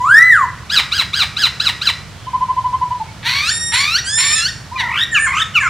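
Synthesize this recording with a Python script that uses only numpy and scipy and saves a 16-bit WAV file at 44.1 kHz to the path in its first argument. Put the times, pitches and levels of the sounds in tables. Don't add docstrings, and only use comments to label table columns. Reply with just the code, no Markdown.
import sys
import numpy as np
from scipy import signal
from scipy.fft import rfft, irfft
from scipy.io import wavfile
from scipy.ndimage import uniform_filter1d

SR = 44100
rng = np.random.default_rng(int(sys.argv[2]) if len(sys.argv) > 2 else 0)


def digitize_waveform(pressure):
    field = np.atleast_2d(pressure).T
    bounded = np.clip(field, -1, 1)
    quanta = np.round(bounded * 32767).astype(np.int16)
    wavfile.write(sys.argv[1], SR, quanta)


N = 250929

# time_s, pitch_hz, level_db
WHISTLE_CURVE = [(0, 972, -5), (.036, 1002, -11.5), (.075, 1260, -11), (.122, 1594, -2.5), (.185, 1867, 0),
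                 (.232, 2004, -4.5), (.295, 2009, -4), (.328, 1833, -3), (.39, 1200, -11), (.463, 926, -9)]
# start_s, length_s, top_hz, level_db, top_at (share of length), ease_db (cut at the top, negative swells),
# fall (roundness, power), rise_db (extra level up to the top)
YELP_NOTES = [(0.692, 0.12, 1702, -6, 0.38, -8, 1.24, -8), (0.911, 0.12, 1651, -7, 0.45, 0, 1.3, -3.5),
              (1.128, 0.12, 1658, -7, 0.39, -0.5, 1.32, -3), (1.36, 0.12, 1708, -7, 0.38, -1.5, 1.32, -5),
              (1.594, .111, 1756, -6.5, 0.39, 8, 1.02, -3), (1.81, 0.1, 1730, -6.5, 0.41, 6.5, 0.99, -3)]
# start_s, length_s, pitch_hz, level_db, sag (share of pitch lost at the end)
HOOT_NOTES = [(2.265, 0.033, 1020, -24, 0.019), (2.331, 0.04, 1011, -13, 0.0065),
              (2.405, 0.044, 1016, -13, 0.012), (2.483, 0.044, 1016, -13.5, 0.027),
              (2.563, 0.042, 1018, -13.5, 0.029), (2.639, 0.045, 1009, -13, 0.05),
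              (2.724, 0.043, 1024, -13.5, 0.034), (2.81, 0.039, 1005, -11.5, 0.036),
              (2.904, 0.039, 996, -14, 0.024), (2.996, 0.042, 898, -20, 0.16)]
# start_s, length_s, base_hz, climb_hz_per_s, flick_s, crest_hz, level_db, attack_s,
# roughness (0-1, at the start)
RASP_NOTES = [(3.226, 0.3, 885, 1610, .016, 1880, -14.5, 0.039, 0.93),
              (3.712, 0.29, 943.3, 1651, .021, 1947, -13.5, 0.029, 0.57),
              (4.171, 0.33, 1017, 1375, .015, 1888, -16.5, 0.022, 0.9)]
# time_s, pitch_hz, level_db, roughness (0-1)
CHUCK_CURVE = [(4.775, 998, -29.5, 0.2), (4.803, 963, -13, 0.19), (4.825, 774, -28, 0)]
# start_s, length_s, first_hz, last_hz, level_db
SLUR_NOTES = [(4.755, 0.03, 1230, 1164, -20), (4.799, 0.042, 1145, 960, -19),
              (4.784, 0.11, 877, 631, -30.5), (5.143, .053, 1577, 1068, -8.5),
              (5.54, .017, 1450, 1540, -15), (5.548, 0.049, 1526, 1077, -6)]
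# start_s, length_s, climb_start_s, climb_length_s, low_hz, level_db, crest_s (sets where the ripples fall)
WARBLE_NOTES = [(4.824, 0.22, 4.86, 0.18, 993, -19.5, 4.993), (5.263, .17, 5.294, 0.15, 1086, -18.5, 5.84),
                (5.62, 0.076, 5.665, 0.075, 1092, -22.5, 6.1)]
# start_s, length_s, first_hz, top_hz, last_hz, level_db, top_at (share of length),
# fall (roundness, power), high_db (added to the fifth harmonic and up)
FLUTE_NOTES = [(0.151, .11, 1240, 1333, 1363, -21, 0.55, 2, -18),
               (4.711, 0.095, 888, 1038, 950, -23.5, 0.45, 2.1, -7),
               (5.112, 0.072, 1744, 1867, 1600, -15, 0.22, 0.58, -14.5),
               (5.179, .102, 1635, 1794, 1080, -16.5, 0.44, 3.1, -0.5),
               (5.328, .11, 997, 1304, 1297, -20, .75, 2.8, 1),
               (5.597, 0.095, 1846, 1830, 1220, -16.5, 0.11, .75, -11.5)]
# start_s, length_s, first_hz, top_hz, last_hz, level_db
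THIN_NOTES = [(3.42, .41, 1473, 1864, 1693, -24.5), (4.035, .39, 1352, 1811, 1616, -21)]
# start_s, length_s, first_hz, top_hz, last_hz, level_db
DISTANT_NOTES = [(2.14, 0.16, 3360, 3000, 2840, -52), (2.28, 0.059, 2066, 2286, 2200, -46),
                 (2.98, 0.087, 4200, 4140, 4100, -49), (3.04, 0.075, 2150, 2350, 2330, -50)]

# harmonic (multiple of pitch), level_db
WHISTLE_HARMONICS = [(1, -3), (2, -31), (3, -39), (4, -47.5), (6, -41.5), (9, -57), (12, -47)]
# harmonic (multiple of pitch), level_db
YELP_HARMONICS = [(1, -1.5), (3, 0), (4, -8), (6, -15.5), (12, -19.5)]
# harmonic (multiple of pitch), level_db
HOOT_HARMONICS = [(1, 1.5), (2, -31.5), (3, -32), (4, -48), (12, -93)]
# harmonic (multiple of pitch), level_db
RASP_HARMONICS = [(1, -1), (2, 0), (3, -4.5), (4, -2), (5, -10), (12, -15)]
# harmonic (multiple of pitch), level_db
RASP_CLEAR_HARMONICS = [(1, 1), (2, -4), (3, 3), (4, -5.5), (12, -17)]
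# harmonic (multiple of pitch), level_db
SLUR_HARMONICS = [(1, -14), (2, -3), (3, -24.5), (4, -29), (5, -30), (7, -46), (12, -47)]
# harmonic (multiple of pitch), level_db
WARBLE_HARMONICS = [(1, -6.5), (2, -1.5), (3, -21.5), (4, -28), (6, -36), (12, -48)]
# harmonic (multiple of pitch), level_db
FLUTE_HARMONICS = [(1, -0.5), (2, -36), (3, -38), (4, -24), (5, -17.5), (6, -26), (12, -76)]
# harmonic (multiple of pitch), level_db
THIN_HARMONICS = [(1, -7), (2, -7.5), (3, -2.5), (4, -13), (5, -12.5), (6, -14), (7, -44), (8, -45),
                  (12, -65)]

# frequency_hz, gain_db
YELP_RESONANCE = [(600, -21.5), (1100, -18), (1700, -13.5), (2200, -12.5), (2700, -14), (3400, -17),
                  (3700, -7.5), (3980, 0), (4300, -16), (5100, -14), (6500, -19.5), (8200, -18.5),
                  (10000, -26.5), (16000, -27)]
# frequency_hz, gain_db
RASP_RESONANCE = [(500, -39), (900, -9), (1300, -10.5), (1750, -5.5), (2200, -1), (2600, -5), (3000, -5.5),
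                  (3500, -4), (4000, 0), (4450, 0), (5000, -18), (5750, -4), (6600, -15.5), (15500, -23.5)]
# frequency_hz, gain_db
WINDPIPE_RESONANCE = [(2000, 0), (4200, 0), (5600, -2), (6500, 2), (7250, 15), (7900, 3), (9300, 10),
                      (10000, -8), (11000, -3), (15000, -6)]
# delay_s, level_db
STEM_ECHOES = [(.0065, -12.5), (0.0107, -12.5), (0.022, -22), (0.037, -17.5)]
# frequency_hz, t60_s
LEAF_DECAY = [(500, 0.24), (1000, 0.5), (2000, 0.58), (3000, 0.4), (4000, 0.35), (5500, 0.58), (8000, 0.54),
              (15000, 0.34)]
# frequency_hz, relative_level_db (per Hz)
AIR_SPECTRUM = [(20, -25), (40, -13), (65, -2.5), (100, 0), (135, -2), (190, -8), (260, -17), (450, -20.5),
                (1300, -19.5), (2500, -23.5), (4500, -25.5), (7700, -31.5), (11000, -38), (15000, -45)]
# frequency_hz, likeness (-1 to 1)
AIR_LIKENESS = [(60, 1), (240, 0.83), (950, 0.77), (3770, 0.76), (15000, -0.63)]

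YELP_FIRST, YELP_LAST = .6, .49
YELP_LOCK_HZ, YELP_LOCK_WIDTH_HZ, YELP_LOCK = 1316, 170, 0.434
BILL_OPEN_S, BILL_SHUT_HZ = 0.024, 4240
RASP_SCOOP_HZ, RASP_SCOOP_S = 171, .02
RASP_DROP_S, RASP_DROP_HZ_PER_S = 0.013, 8700
RASP_SAG_DB, RASP_CREST_DB = -4, -1
RASP_PUSH_DB, RASP_PUSH_HZ, RASP_PUSH_WIDTH_HZ = 4.5, 1480, 140
WARBLE_RATE_HZ = 47.5
WARBLE_TOP_HZ, WARBLE_TOP_DB, WARBLE_MID_DB = 1905, 5.5, -7.5
WARBLE_DEPTH, WARBLE_MID_DEPTH = 0.06, .22
WHISTLE_JITTER, THIN_JITTER, WARBLE_JITTER, WARBLE_FRAY = .0035, .0035, .003, .02
AIR_DB = -33.5
EDGE_HZ = 15850


def syrinx(t, hz, db, tone, jitter, order=14):
    phase = 2 * np.pi * np.cumsum(hz * (1 + jitter * wander(t, 730))) / SR
    wave = 0
    for k in range(1, order):
        audible = k * hz < SR / 2
        wave = wave + amp(read(tone, k)) * np.cos(k * phase) * audible
    fade = np.clip(np.minimum(t - t[0], t[-1] - t) / 0.00053, 0, 1)
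    return np.sqrt(2) * amp(db) * fade * wave


def notes(courses, tone, jitter):
    out = np.zeros(N)
    for t, hz, db in courses:
        add(out, t[0], syrinx(t, hz, db, tone, jitter))
    return out


def whistle(attack_s=0.02, release_s=0.019):
    t, hz, db = curves(WHISTLE_CURVE, size=600)
    course = t, hz, db + gate(t, attack_s, release_s)
    return coloured(notes([course], WHISTLE_HARMONICS, WHISTLE_JITTER), WINDPIPE_RESONANCE)


def yelps(hiss_db=-6, jitter=0.014, flutter=0.49, uneven_db=1.0, attack_s=0.011, release_s=.009):
    out = np.zeros(N)
    for start, length, top_hz, loud_db, top_at, ease_db, fall, rise_db in YELP_NOTES:
        t, u = span(start, length)
        hz = arch(u, YELP_FIRST * top_hz, top_hz, YELP_LAST * top_hz, top_at, rise=1.85, fall=fall)
        falling = np.clip((u - top_at) / 0.19, 0, 1)
        nearness = np.exp(-((hz - YELP_LOCK_HZ) / YELP_LOCK_WIDTH_HZ) ** 2)
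        hz = hz - falling * YELP_LOCK * (hz - YELP_LOCK_HZ) * nearness
        db = loud_db + rise_db * (1 - falling) - ease_db * (hz / hz.max()) ** 10
        db = db + gate(t, attack_s, release_s)
        strain = np.linspace(.4, 1.3, len(t))
        tone = syrinx(t, hz, db + uneven_db * wander(t, 80), YELP_HARMONICS, jitter * strain)
        hiss = strain * amp(db + hiss_db) * wander(t, 21000)
        fluttered = tone * (1 + flutter * strain * wander(t, 370))
        add(out, t[0], fluttered + opening(hiss))
    return coloured(out, YELP_RESONANCE)


def hoots(scoop=0.118):
    out = np.zeros(N)
    for start, length, hz, db, sag in HOOT_NOTES:
        t = np.arange(0, length, 1 / SR)
        u = t / length
        bend = 1.015 - scoop * np.exp(-u / 0.22) - sag * u ** 4
        swell = np.sin(np.pi * u) ** 1.05
        add(out, start, swell * syrinx(t, hz * bend, db, HOOT_HARMONICS, jitter=0.0081))
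    return out


def climbs(release_s=0.0052, clearing=1.04):
    for start, length, base_hz, climb, flick_s, crest_hz, loud_db, attack_s, rough in RASP_NOTES:
        t, u = span(start, length)
        crest_s = length - RASP_DROP_S
        age = np.minimum(t - start, crest_s)
        past = np.maximum(t - start - crest_s, 0)
        hz = base_hz + climb * age - RASP_SCOOP_HZ * np.exp(-age / RASP_SCOOP_S)
        flick = np.exp((age - crest_s) / flick_s)
        hz = hz + (crest_hz - hz[-1]) * flick - RASP_DROP_HZ_PER_S * past
        push = RASP_PUSH_DB * np.exp(-((hz - RASP_PUSH_HZ) / RASP_PUSH_WIDTH_HZ) ** 2)
        db = loud_db + RASP_SAG_DB * np.sin(np.pi * u / 2) + push + RASP_CREST_DB * flick
        yield t, hz, db + gate(t, attack_s, release_s), rough * np.cos(np.pi * u / 2) ** (2 * clearing)


def rasps(jitter=0.069, flutter=0.51, hiss_db=0, split=1.53, rattle_db=2, clear_hz=1370, blend_hz=100):
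    out = np.zeros(N)
    for t, hz, db, rough in [*climbs(), curves(CHUCK_CURVE)]:
        rough = np.clip(rough, 0, 1)
        halves = split * wander(t, 82) * np.cos(np.pi * np.cumsum(hz) / SR)
        tone = syrinx(t, hz, db, RASP_HARMONICS, jitter * np.sqrt(rough))
        tone = tone * (1 + rough * (flutter * wander(t, 760) + halves))
        clear = np.clip((hz - clear_hz) / blend_hz, 0, 1)
        clear_tone = syrinx(t, hz, db, RASP_CLEAR_HARMONICS, jitter * rough)
        tone = (1 - clear) * tone + clear * clear_tone
        hiss = rough * amp(db + hiss_db) * wander(t, 22500)
        rattle = amp(rattle_db * np.sqrt(rough) * wander(t, 140))
        add(out, t[0], opening(rattle * ((1 - rough / 2) * tone + hiss)))
    return coloured(out, RASP_RESONANCE)


def opening(sound):
    muffled = signal.sosfiltfilt(signal.butter(2, BILL_SHUT_HZ, fs=SR, output="sos"), sound)
    shut = np.exp(-(np.arange(len(sound)) / SR / BILL_OPEN_S) ** 2)
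    return shut * muffled + (1 - shut) * sound


def slurs(ease=1.3, attack_s=.011, release_s=0.015):
    courses = []
    for start, length, first_hz, last_hz, db in SLUR_NOTES:
        t, u = span(start, length)
        hz = last_hz + (first_hz - last_hz) * (1 - u) ** ease
        courses.append((t, hz, db + gate(t, attack_s, release_s)))
    return notes(courses, SLUR_HARMONICS, jitter=0.013)


def warbles(dip_db=8, sharpness=1.5, stumble=0.034, uneven_db=3.0, attack_s=0.0091, release_s=0.0046):
    out = np.zeros(N)
    for start, length, climb_at, climb_s, low_hz, loud_db, crest in WARBLE_NOTES:
        t, _ = span(start, length)
        turn = np.pi * np.clip((t - climb_at) / climb_s, 0, 1)
        height, midway = np.sin(turn / 2) ** 2, np.sin(turn) ** 2
        hz = low_hz + (WARBLE_TOP_HZ - low_hz) * height
        depth = WARBLE_DEPTH + WARBLE_MID_DEPTH * midway
        beats = WARBLE_RATE_HZ * (t - crest) + stumble * wander(t, 49.5)
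        dip = depth * abs(np.sin(np.pi * beats)) ** (2 * sharpness)
        db = loud_db + WARBLE_TOP_DB * height + WARBLE_MID_DB * midway + gate(t, attack_s, release_s)
        db = db + dip_db * dip / depth.max() + uneven_db * wander(t, 155)
        jitter = WARBLE_JITTER + WARBLE_FRAY * depth
        add(out, t[0], syrinx(t, hz * (1 - dip), db, WARBLE_HARMONICS, jitter))
    return out


def flutes(rise=2.0, attack_s=0.021, release_s=0.013, waver_db=1.3, jitter=0.011):
    out = np.zeros(N)
    for start, length, first_hz, top_hz, last_hz, loud_db, top_at, fall, high_db in FLUTE_NOTES:
        t, u = span(start, length)
        hz = arch(u, first_hz, top_hz, last_hz, top_at, rise, fall)
        db = loud_db + gate(t, attack_s, release_s) + waver_db * wander(t, 32)
        tone = [(k, level + high_db * (k > 4)) for k, level in FLUTE_HARMONICS]
        add(out, start, syrinx(t, hz, db, tone, jitter))
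    return out


def thin_notes():
    courses = arched(THIN_NOTES, top_at=.52, rise=2.9, fall=4.2, attack_s=0.054, release_s=0.015, waver_db=1.74)
    return notes(courses, THIN_HARMONICS, THIN_JITTER)


def distant_calls():
    courses = arched(DISTANT_NOTES, top_at=0.99, rise=1.1, fall=0.98,
                     attack_s=0.013, release_s=0.034, waver_db=4.0)
    return notes(courses, HOOT_HARMONICS, jitter=0.046)


def foliage(x, near_db, far_db, width=.15, near_t60=0.18, size=20):
    slots = np.arange(10 * size, SR - size, size)
    taps = np.zeros((2, SR))
    places = slots + rng.integers(0, size, (2, len(slots)))
    signs = rng.choice([-1., 1.], (2, len(slots)))
    np.put_along_axis(taps, places, signs, 1)
    hz, t, z = signal.stft(taps, SR, nperseg=256)
    far_decay = np.exp(-np.log(1000) * t / read(LEAF_DECAY, hz)[:, None])
    far = signal.istft(z * far_decay, SR, nperseg=256)[1][:, :SR]
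    near_decay = np.exp(-np.log(1000) * np.arange(SR) / SR / near_t60)
    near = taps * rng.choice([-1., 1.], taps.shape) * near_decay
    mid, side = amp(far_db) * far / np.linalg.norm(far[0]) + amp(near_db) * near / np.linalg.norm(near[0])
    mid[0] += 1
    for delay, db in STEM_ECHOES:
        mid[round(delay * SR)] += amp(db)
    pair = np.array([mid + width * side, mid - width * side])
    return signal.fftconvolve(x[None], pair, axes=1)[:, :N]


def off_axis(pair, shade_db=3, lag_ms=0.019):
    hz = np.fft.rfftfreq(N, 1 / SR)
    shade = amp(-shade_db * np.minimum(hz / 7000, 1) ** 2)
    lag = np.exp(-2j * np.pi * hz * lag_ms / 10 ** 3)
    return np.array([irfft(rfft(pair[0]) * shade * lag, N), pair[1]])


def air(lean_db=1):
    a, b = rfft(rng.standard_normal((2, N)))
    same = np.clip(read(AIR_LIKENESS, np.fft.rfftfreq(N, 1 / SR)), -1, 1)
    pair = irfft(np.array([a, same * a + np.sqrt(1 - same ** 2) * b]), N)
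    return amp(AIR_DB) * evened(coloured(pair, AIR_SPECTRUM)) * amp([[-lean_db], [lean_db]])


def arched(table, top_at, rise, fall, attack_s, release_s, waver_db):
    for start, length, first_hz, top_hz, last_hz, db in table:
        t, u = span(start, length)
        hz = arch(u, first_hz, top_hz, last_hz, top_at, rise, fall)
        yield t, hz, db + gate(t, attack_s, release_s) + waver_db * wander(t, 29)


def arch(u, first_hz, top_hz, last_hz, top_at, rise, fall):
    before = np.maximum(1 - u / top_at, 0)
    after = np.maximum((u - top_at) / (1 - top_at), 0)
    return top_hz + (first_hz - top_hz) * before ** rise + (last_hz - top_hz) * after ** fall


def span(start, length):
    t = np.arange(0, length, 1 / SR)
    return start + t, t / length


def gate(t, attack_s, release_s):
    return 20 * np.log10(np.clip(np.minimum((t - t[0]) / attack_s, (t[-1] - t) / release_s), 1e-3, 1))


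def curves(rows, size=200):
    s, *columns = np.transpose(rows)
    t = np.arange(s[0], s[-1], 1 / SR)
    return [t] + [uniform_filter1d(np.interp(t, s, c), size, mode="nearest") for c in columns]


def wander(t, hz):
    noise = rng.standard_normal(2 ** 15)
    smooth = irfft(rfft(noise) / (1 + (np.fft.rfftfreq(len(noise), 1 / SR) / hz) ** 4))
    return np.resize(evened(smooth), len(t))


def coloured(x, spectrum):
    return irfft(rfft(x) * amp(read(spectrum, np.fft.rfftfreq(N, 1 / SR))), N)


def read(points, at):
    where, value = np.transpose(points)
    return np.interp(np.log(at + 1e-9), np.log(where), value)


def amp(db):
    return 10 ** (np.asarray(db) / 20)


def evened(x):
    return x / np.sqrt(np.mean(x ** 2) + 1e-20)


def add(mix, s, sound):
    part = mix[max(0, round(s * SR)):][:len(sound)]
    part += sound[:len(part)]


def scene():
    harsh = yelps() + rasps() + warbles() + slurs()
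    first = foliage(whistle(), near_db=-14.0, far_db=-11.0, width=0.009)
    first = first + foliage(harsh, near_db=-25.0, far_db=-8.5, width=0.013)
    first = first + foliage(hoots(), near_db=-30.0, far_db=-13, width=0.033)
    answer = coloured(flutes() + thin_notes(), WINDPIPE_RESONANCE)
    second = off_axis(foliage(answer, near_db=-6.0, far_db=-9.5, width=0.43))
    distant = amp(-4) * foliage(distant_calls(), near_db=1.0, far_db=5, width=.4)
    return first + second + distant + air()


def record(dry, ceiling=1, order=20):
    clipped = dry / (1 + abs(dry / ceiling) ** order) ** (1 / order)
    band_limit = signal.firwin(511, EDGE_HZ, window=("kaiser", 9), fs=SR)
    return signal.oaconvolve(clipped, band_limit[None], "same")


dry = scene()
out = record(dry)
digitize_waveform(out)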